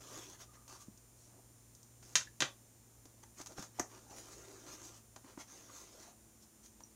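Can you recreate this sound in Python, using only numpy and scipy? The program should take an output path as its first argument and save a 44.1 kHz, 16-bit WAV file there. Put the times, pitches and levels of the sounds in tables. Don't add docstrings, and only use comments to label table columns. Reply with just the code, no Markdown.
import sys
import numpy as np
from scipy import signal
from scipy.fft import rfft, irfft
from scipy.io import wavfile
from scipy.ndimage import uniform_filter1d

SR = 44100
rng = np.random.default_rng(int(sys.argv[2]) if len(sys.argv) > 2 else 0)


def dump_mix(stems):
    frames = np.atleast_2d(stems).T
    limited = np.clip(frames, -1, 1)
    pcm = np.round(limited * 32767).astype(np.int16)
    wavfile.write(sys.argv[1], SR, pcm)


N = 306495
TIME = np.arange(N) / SR
AFTER = TIME[:SR // 3]
HZ = np.fft.rfftfreq(4096, 1 / SR)


def amp(db):
    return 10 ** (np.asarray(db) / 20)


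def evened(x):
    return x / np.sqrt(np.mean(x ** 2) + 1e-20)


def read(points, hz):
    f, value = np.transpose(points)
    return np.interp(np.log(hz + 1), np.log(f + 1), value)


def add(mix, s, sound):
    part = mix[max(round(s * SR), 0):][:len(sound)]
    part += sound[:len(part)]


def colour(x, db):
    log_gain = np.log(amp(np.r_[db, db[-2:0:-1]]))
    response = np.exp(np.conj(signal.hilbert(log_gain)))
    impulse = np.fft.ifft(response).real
    return signal.oaconvolve(x, impulse)[:len(x)]


def burst(decay, first):
    rattle = rng.standard_normal(len(AFTER)) * np.exp(-AFTER / max(decay, 1e-4))
    rattle /= np.linalg.norm(rattle)
    rattle[0] = first
    power = uniform_filter1d(abs(rfft(rattle[:4096])) ** 2, size=45)
    rattle = colour(rattle, -10 * np.log10(power + 1e-6))
    return rattle / np.linalg.norm(rattle)


def ring(modes):
    out = 0
    for k, (hz, db, t60) in enumerate(modes):
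        out = out + amp(db - 60 * AFTER / t60) * np.cos(2 * np.pi * hz * AFTER) * (-1) ** k
    return out


def glide(start, end, rise_s=0.0077, fall_s=0.019):
    onset = np.clip((TIME - start) / rise_s, 0, 1)
    return onset * np.exp(-np.maximum(TIME - end, 0) / fall_s)


def swell(middle, length):
    return np.exp(-(2 * (TIME - middle) / length) ** 2)


def shifting(x, patchy_db=3.0):
    z = signal.stft(x, SR, nperseg=512)[2]
    patches = uniform_filter1d(rng.standard_normal(z.shape), size=4, axis=0)
    patches = uniform_filter1d(patches, size=12, axis=1)
    return signal.istft(z * amp(patchy_db * evened(patches)), SR, nperseg=512)[1][:N]


def catches(per_s=22, size_db=26, decay=0.002):
    snags = (rng.random(N) < per_s / SR) * rng.uniform(0.14, 1, N)
    return amp(size_db) * signal.oaconvolve(snags, burst(decay, 0.32))[:N]


def friction(rub_db=6, slips_per_s=2400, spread_db=2.0, smooth=1.0, flutter_db=0.52, pace_db=0.7):
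    # f/Hz, gain/dB
    rub_colour = [(70, -4.5), (180, 3), (340, 8), (600, 4), (900, 1.5), (1200, 2), (1800, -3.5),
                  (3000, -7.5), (4500, -6.5), (6500, -4.5), (9000, -10.5), (15500, -19)]
    # rasp/dB, wall drumming/dB, hiss/dB
    slides = [(0.0, 0.351, -60.5, -62, -60.5), (0.683, 0.759, -59, -62.5, -58),
              (2.02, 2.132, -68.5, -65.5, -62), (4.093, 4.976, -61.5, -63, -61.5),
              (5.474, 6.104, -63, -63.5, -64.5)]
    # rasp/dB, drumming/dB, hiss/dB
    strokes = [(0.168, 0.2, -55.5, -60, -53), (0.417, 0.046, -54, -60, -54), (0.551, 0.034, -61, -66, -68),
               (0.816, 0.048, -64, -85, -57), (1.225, 0.14, -89, -82, -66), (1.342, 0.13, -75, -61, -84),
               (3.236, 0.012, -58, -60, -57.5), (3.4, 0.055, -57, -59, -56),
               (3.517, 0.048, -62, -53.5, -59.5), (3.583, 0.031, -51, -52, -55),
               (3.619, 0.094, -55, -65, -55.5), (3.8, 0.093, -58.5, -72, -60),
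               (3.945, 0.099, -59, -62.5, -62.5), (4.05, 0.13, -68.5, -62.5, -68),
               (4.185, 0.061, -57.5, -78, -54.5), (4.332, 0.036, -66, -72, -55.5),
               (4.689, 0.037, -53.5, -55.5, -53), (4.735, 0.04, -58, -59, -51),
               (4.855, 0.065, -61, -71, -53.5), (5.298, 0.096, -59.5, -62, -67.5),
               (5.409, 0.043, -48.5, -66, -52.5), (5.554, 0.13, -80, -76, -60.5),
               (5.788, 0.13, -62, -82, -55), (6.023, 0.07, -66, -63, -59), (6.431, 0.04, -86, -70, -63),
               (6.656, 0.045, -69, -77, -60)]
    power = np.zeros((3, N))
    for start, end, *dbs in slides:
        power += amp(dbs)[:, None] ** 2 * glide(start, end) ** 2
    for middle, length, *dbs in strokes:
        power += amp(dbs)[:, None] ** 2 * swell(middle, length) ** 2
    rasp, drum, hiss = np.sqrt(power)

    slip_times = rng.random(N) < slips_per_s / SR
    slip_sizes = amp(spread_db * np.minimum(rng.exponential(1, N), 4))
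    slips = slip_times * slip_sizes * rng.choice([-1, 1], N)
    grip_db = flutter_db * evened(uniform_filter1d(rng.standard_normal(N), size=500))
    hand_db = pace_db * evened(uniform_filter1d(rng.standard_normal(N), size=2200))
    grain = shifting(evened(slips) + smooth * rng.standard_normal(N))
    drive = evened(grain * amp(grip_db + hand_db))
    drive = colour(drive + catches(), read(rub_colour, HZ))

    low = signal.sosfiltfilt(signal.butter(2, 700, fs=SR, output="sos"), drive)
    high = signal.sosfiltfilt(signal.butter(2, 3500, "high", fs=SR, output="sos"), drive)
    return amp(rub_db) * (drum * low + rasp * (drive - low - high) + hiss * high)


def chatter(slips_per_s=260):
    # middle t/s, length/s, resonance f/Hz, width of each of two filter passes/Hz, level/dB
    drags = [(0.152, 0.14, 1130, 200, -66), (0.127, 0.035, 417, 200, -58.5), (0.178, 0.023, 350, 150, -55),
             (0.22, 0.24, 3390, 350, -68), (0.553, 0.17, 1214, 140, -71), (0.705, 0.05, 1180, 80, -65),
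             (0.76, 0.021, 1156, 80, -60), (0.813, 0.047, 1160, 80, -65.5), (1.359, 0.1, 765, 260, -69),
             (2.213, 0.028, 1540, 260, -53.5), (2.276, 0.014, 1760, 260, -57.5),
             (3.956, 0.057, 980, 300, -63.5), (4.126, 0.1, 794, 200, -59.5), (4.454, 0.32, 390, 151, -62),
             (4.746, 0.32, 318, 110, -64), (5.699, 0.021, 1130, 300, -60.5),
             (6.082, 0.095, 730, 300, -65.5)]
    out = np.zeros(N)
    t = np.arange(SR // 2) / SR - 1 / 4
    for s, length, hz, width, db in drags:
        slips = (rng.random(len(t)) < slips_per_s / SR) * rng.uniform(0.58, 1, len(t))
        b, a = signal.iirpeak(hz, hz / width, fs=SR)
        tone = evened(signal.lfilter(b, a, signal.lfilter(b, a, slips)))
        stroke = amp(db) * tone * np.exp(-(2 * t / length) ** 2)
        add(out, s + t[0], stroke[s + t >= 0])
    return out


def room(x, build=0.002):
    # f/Hz, t60/s
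    decay_times = [(120, 0.088), (400, 0.24), (1500, 0.18), (4000, 0.19), (7000, 0.19), (12000, 0.16)]
    echoes = rng.standard_normal(len(AFTER)) * (1 - np.exp(-AFTER / build))
    hz, t, z = signal.stft(echoes, SR, nperseg=256)
    decay = amp(-60 * t / read(decay_times, hz)[:, None])
    tail = signal.istft(z * decay, SR, nperseg=256)[1]
    return signal.oaconvolve(x, tail / np.linalg.norm(tail))[:N]


def background(air_db=-66, waver=0.47, swell_db=1.0, hum_hz=117.9, sag_hz_per_s=1.12):
    # f/Hz, gain/dB
    air_colour = [(20, -15), (38, 3), (54, 25), (75, 16), (110, 17), (170, 11.5), (240, 15), (400, 8.5),
                  (700, 5.5), (1500, -1), (3000, -5), (5000, -5.5), (7000, -4.5), (10000, -12), (13000, -4),
                  (15500, -11)]
    # multiple of the fundamental, level with lid on/dB, level with lid lifted/dB
    hum_orders = [(1, -68, -80.5), (2, -81, -73), (3, -85, -76.5)]
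    # start t/s, end t/s
    lid_lift = (4.94, 6.4)
    air = amp(air_db) * colour(rng.standard_normal(N), read(air_colour, HZ))
    drift = evened(signal.resample(rng.standard_normal(size=24), N))
    sway = evened(signal.resample(rng.standard_normal(size=24), N))
    angle = 2 * np.pi * np.cumsum(hum_hz - sag_hz_per_s * TIME) / SR + waver * drift
    hum = np.zeros(N)
    for k, *dbs in hum_orders:
        hum += amp(np.interp(TIME, lid_lift, dbs)) * np.sin(round(k) * angle)
    return air + np.sqrt(2) * amp(swell_db * sway) * hum


def whine(line_db=-1, comb_db=-92, pulse_hz=125.14, jitter=.000006):
    # f/Hz, relative level/dB
    whine_lines = [(7133, -73.5), (8511, -81), (8635, -77), (9388, -84.5), (10514, -82.5), (10761, -79),
                   (12016, -85), (14392, -87), (14944, -84.5)]
    # f/Hz, gain/dB
    buzz_colour = [(5200, -0.5), (8500, 0.5), (11000, 1), (12500, -7.5), (15500, 0.5)]
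    clock = TIME + jitter * evened(signal.resample(rng.standard_normal(N // 700), N))
    lines = np.zeros(N)
    for hz, db in whine_lines:
        lines += amp(db) * np.sin(2 * np.pi * (hz * clock + rng.random()))

    orders = np.arange(42, 124)
    sizes = rng.uniform(0.36, 1.92, len(orders)) * amp(read(buzz_colour, orders * pulse_hz))
    spectrum = np.zeros(len(HZ), complex)
    spectrum[orders] = sizes * np.exp(2j * np.pi * rng.random(len(orders)))
    cycle = irfft(spectrum) * len(HZ)
    buzz = np.interp(clock * pulse_hz % 1, np.arange(len(cycle)) / len(cycle), cycle)
    return np.sqrt(2) * (amp(line_db) * lines + amp(comb_db) * buzz)


def taps(tap_db=27, thud_db=2, tick_db=3, first=0.31, contact_s=0.0043):
    # middle/dB, thud/dB, tick/dB
    knocks = [(0.124, -54, -66, -63), (0.299, -54, -71, -46), (0.538, -58, -64, -61),
              (0.679, -50, -76, -46.5), (0.757, -61, -67, -54), (0.975, -71, -65, -51.5),
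              (1.75, -73, -85, -49), (1.83, -74, -74, -48.5), (2.028, -49.5, -68, -52.5),
              (3.055, -52.5, -50.5, -49.5), (3.236, -46.5, -71, -61), (3.401, -45.5, -45, -50),
              (3.414, -42, -65, -39), (3.461, -44, -92, -40.5), (3.47, -44, -87, -39.5),
              (3.583, -37, -41, -48), (3.594, -56, -46, -41), (3.625, -40, -54, -40),
              (4.11, -57, -51.5, -60), (5.162, -40, -53, -44.5), (5.245, -50, -53, -62),
              (5.3755, -41.5, -47, -64), (5.696, -47, -59, -66), (6.805, -48.5, -62, -54)]
    # f/Hz, gain/dB
    tap_colour = [(40, -5), (120, 2.5), (250, 14.5), (450, 0.5), (800, 2.5), (1300, -6), (2500, -12.5),
                  (4000, -14), (6500, -12.5), (9000, -18), (15500, -29)]
    # t/s, level/dB, f/Hz, t60/s, rise time/s
    pings = [(0.8827, -37.5, 218, 0.048, 0.0019), (3.404, -46, 228, 0.046, 0.002),
             (3.592, -33, 195, 0.035, 0.0015), (3.7885, -31, 785, 0.018, 0.00082),
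             (5.3763, -48, 327, 0.045, 0.0005), (6.8055, -43, 920, 0.015, 0.0005),
             (6.8365, -44, 5790, 0.013, 0.0005)]
    out = np.zeros(N)
    for s, db, low_db, high_db in knocks:
        blow = read([(350, low_db + thud_db), (900, db), (2000, db), (5000, high_db + tick_db)], HZ)
        add(out, s, amp(tap_db) * colour(burst(contact_s, first), blow + read(tap_colour, HZ)))
    for s, db, hz, t60, rise in pings:
        add(out, s, ring([(hz, db, t60)]) * (1 - np.exp(-AFTER / rise)))
    return out


def clacks(ring_db=-35, colour_db=11, first=0.18):
    # t/s, relative level/dB, bass/dB, treble/dB, rattle decay/s, relative ring/dB
    contacts = [(2.1547, -9, -6.5, 1.5, 0.0043, -5), (2.4047, -16.5, -5, 0.5, 0.0044, -17),
                (2.4063, -18.5, 8, -8, 0.0078, -2), (2.4214, -11.5, 4, -9.5, 0.0033, -1.5)]
    # f/Hz, relative level/dB, t60/s
    tool_modes = [(135, -13, .2), (265, -13, .15), (340, -13, .15), (515, -7, .13), (592, -9, .13),
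                  (1110, -7, .1), (1577, -1, .13), (1822, -2, .14), (1981, -4, .13), (2260, -7, .12),
                  (2620, -3, .12), (3456, 0, .15), (3660, -4, .13), (3797, -2, .14), (4010, -3, .14),
                  (4970, -3, .15), (5455, -5, .13), (5863, -8, .14), (6335, -8, .17), (6710, -7, .15)]
    # f/Hz, gain/dB
    clack_colour = [(30, -23), (90, -43), (130, 6.5), (200, -6.5), (270, -2.5), (400, -2.5), (800, -2.5),
                    (1600, 4), (2200, 2.5), (2700, 2), (3700, 5), (4400, -0.5), (6500, 0), (8000, -5.5),
                    (11000, -15), (15500, -29)]
    out = np.zeros(N)
    for s, db, bass_db, treble_db, rattle, own_ring_db in contacts:
        crack = amp(colour_db) * colour(burst(rattle, first), read(clack_colour, HZ))
        hit = crack + amp(ring_db + own_ring_db) * ring(tool_modes)
        tilt = read([(450, bass_db), (1500, 0.016), (3300, 0.0093), (6500, treble_db)], HZ)
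        add(out, s, amp(db) * colour(hit, tilt))
    return out


def pop(crack_db=26, decay=0.0049, first=0.16):
    # f/Hz, relative level/dB, t60/s
    box_modes = [(180, 0, 0.035), (215, -1, 0.06), (255, 2, 0.065), (345, 4, 0.05), (420, 0, 0.045),
                 (710, 5, 0.045), (900, -2, 0.035), (1200, 3, 0.03)]
    # f/Hz, gain/dB
    pop_colour = [(40, -9), (100, 12), (250, -9), (700, 12), (1150, 9), (2000, 9), (3000, -11),
                  (4200, -8.5), (5700, 6.5), (7000, 4), (8200, 0), (9500, -19), (11500, -3.5), (15500, -18)]
    # t/s, relative level/dB
    release = (3.7958, -37)
    s, db = release
    out = np.zeros(N)
    crack = amp(crack_db) * colour(burst(decay, first), read(pop_colour, HZ))
    add(out, s, amp(db) * (ring(box_modes) + crack))
    return out


def scene(tool_wet_db=-3, box_wet_db=-8):
    tool = clacks()
    box = taps() + pop() + friction() + chatter()
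    reflections = room(amp(tool_wet_db) * tool + amp(box_wet_db) * box)
    return (tool + box + reflections + background())[None]


def record(dry, port_hz=6350, port_width_hz=850, port_db=9, edge_hz=15850):
    port_gain_db = port_db / (1 + ((HZ - port_hz) / port_width_hz) ** 2)
    heard = colour(dry[0], port_gain_db) + whine()
    low_pass = signal.firwin(511, edge_hz, window=("kaiser", 9), fs=SR)
    return signal.oaconvolve(heard, low_pass, "same")[None]


dry = scene()
out = record(dry)
dump_mix(out)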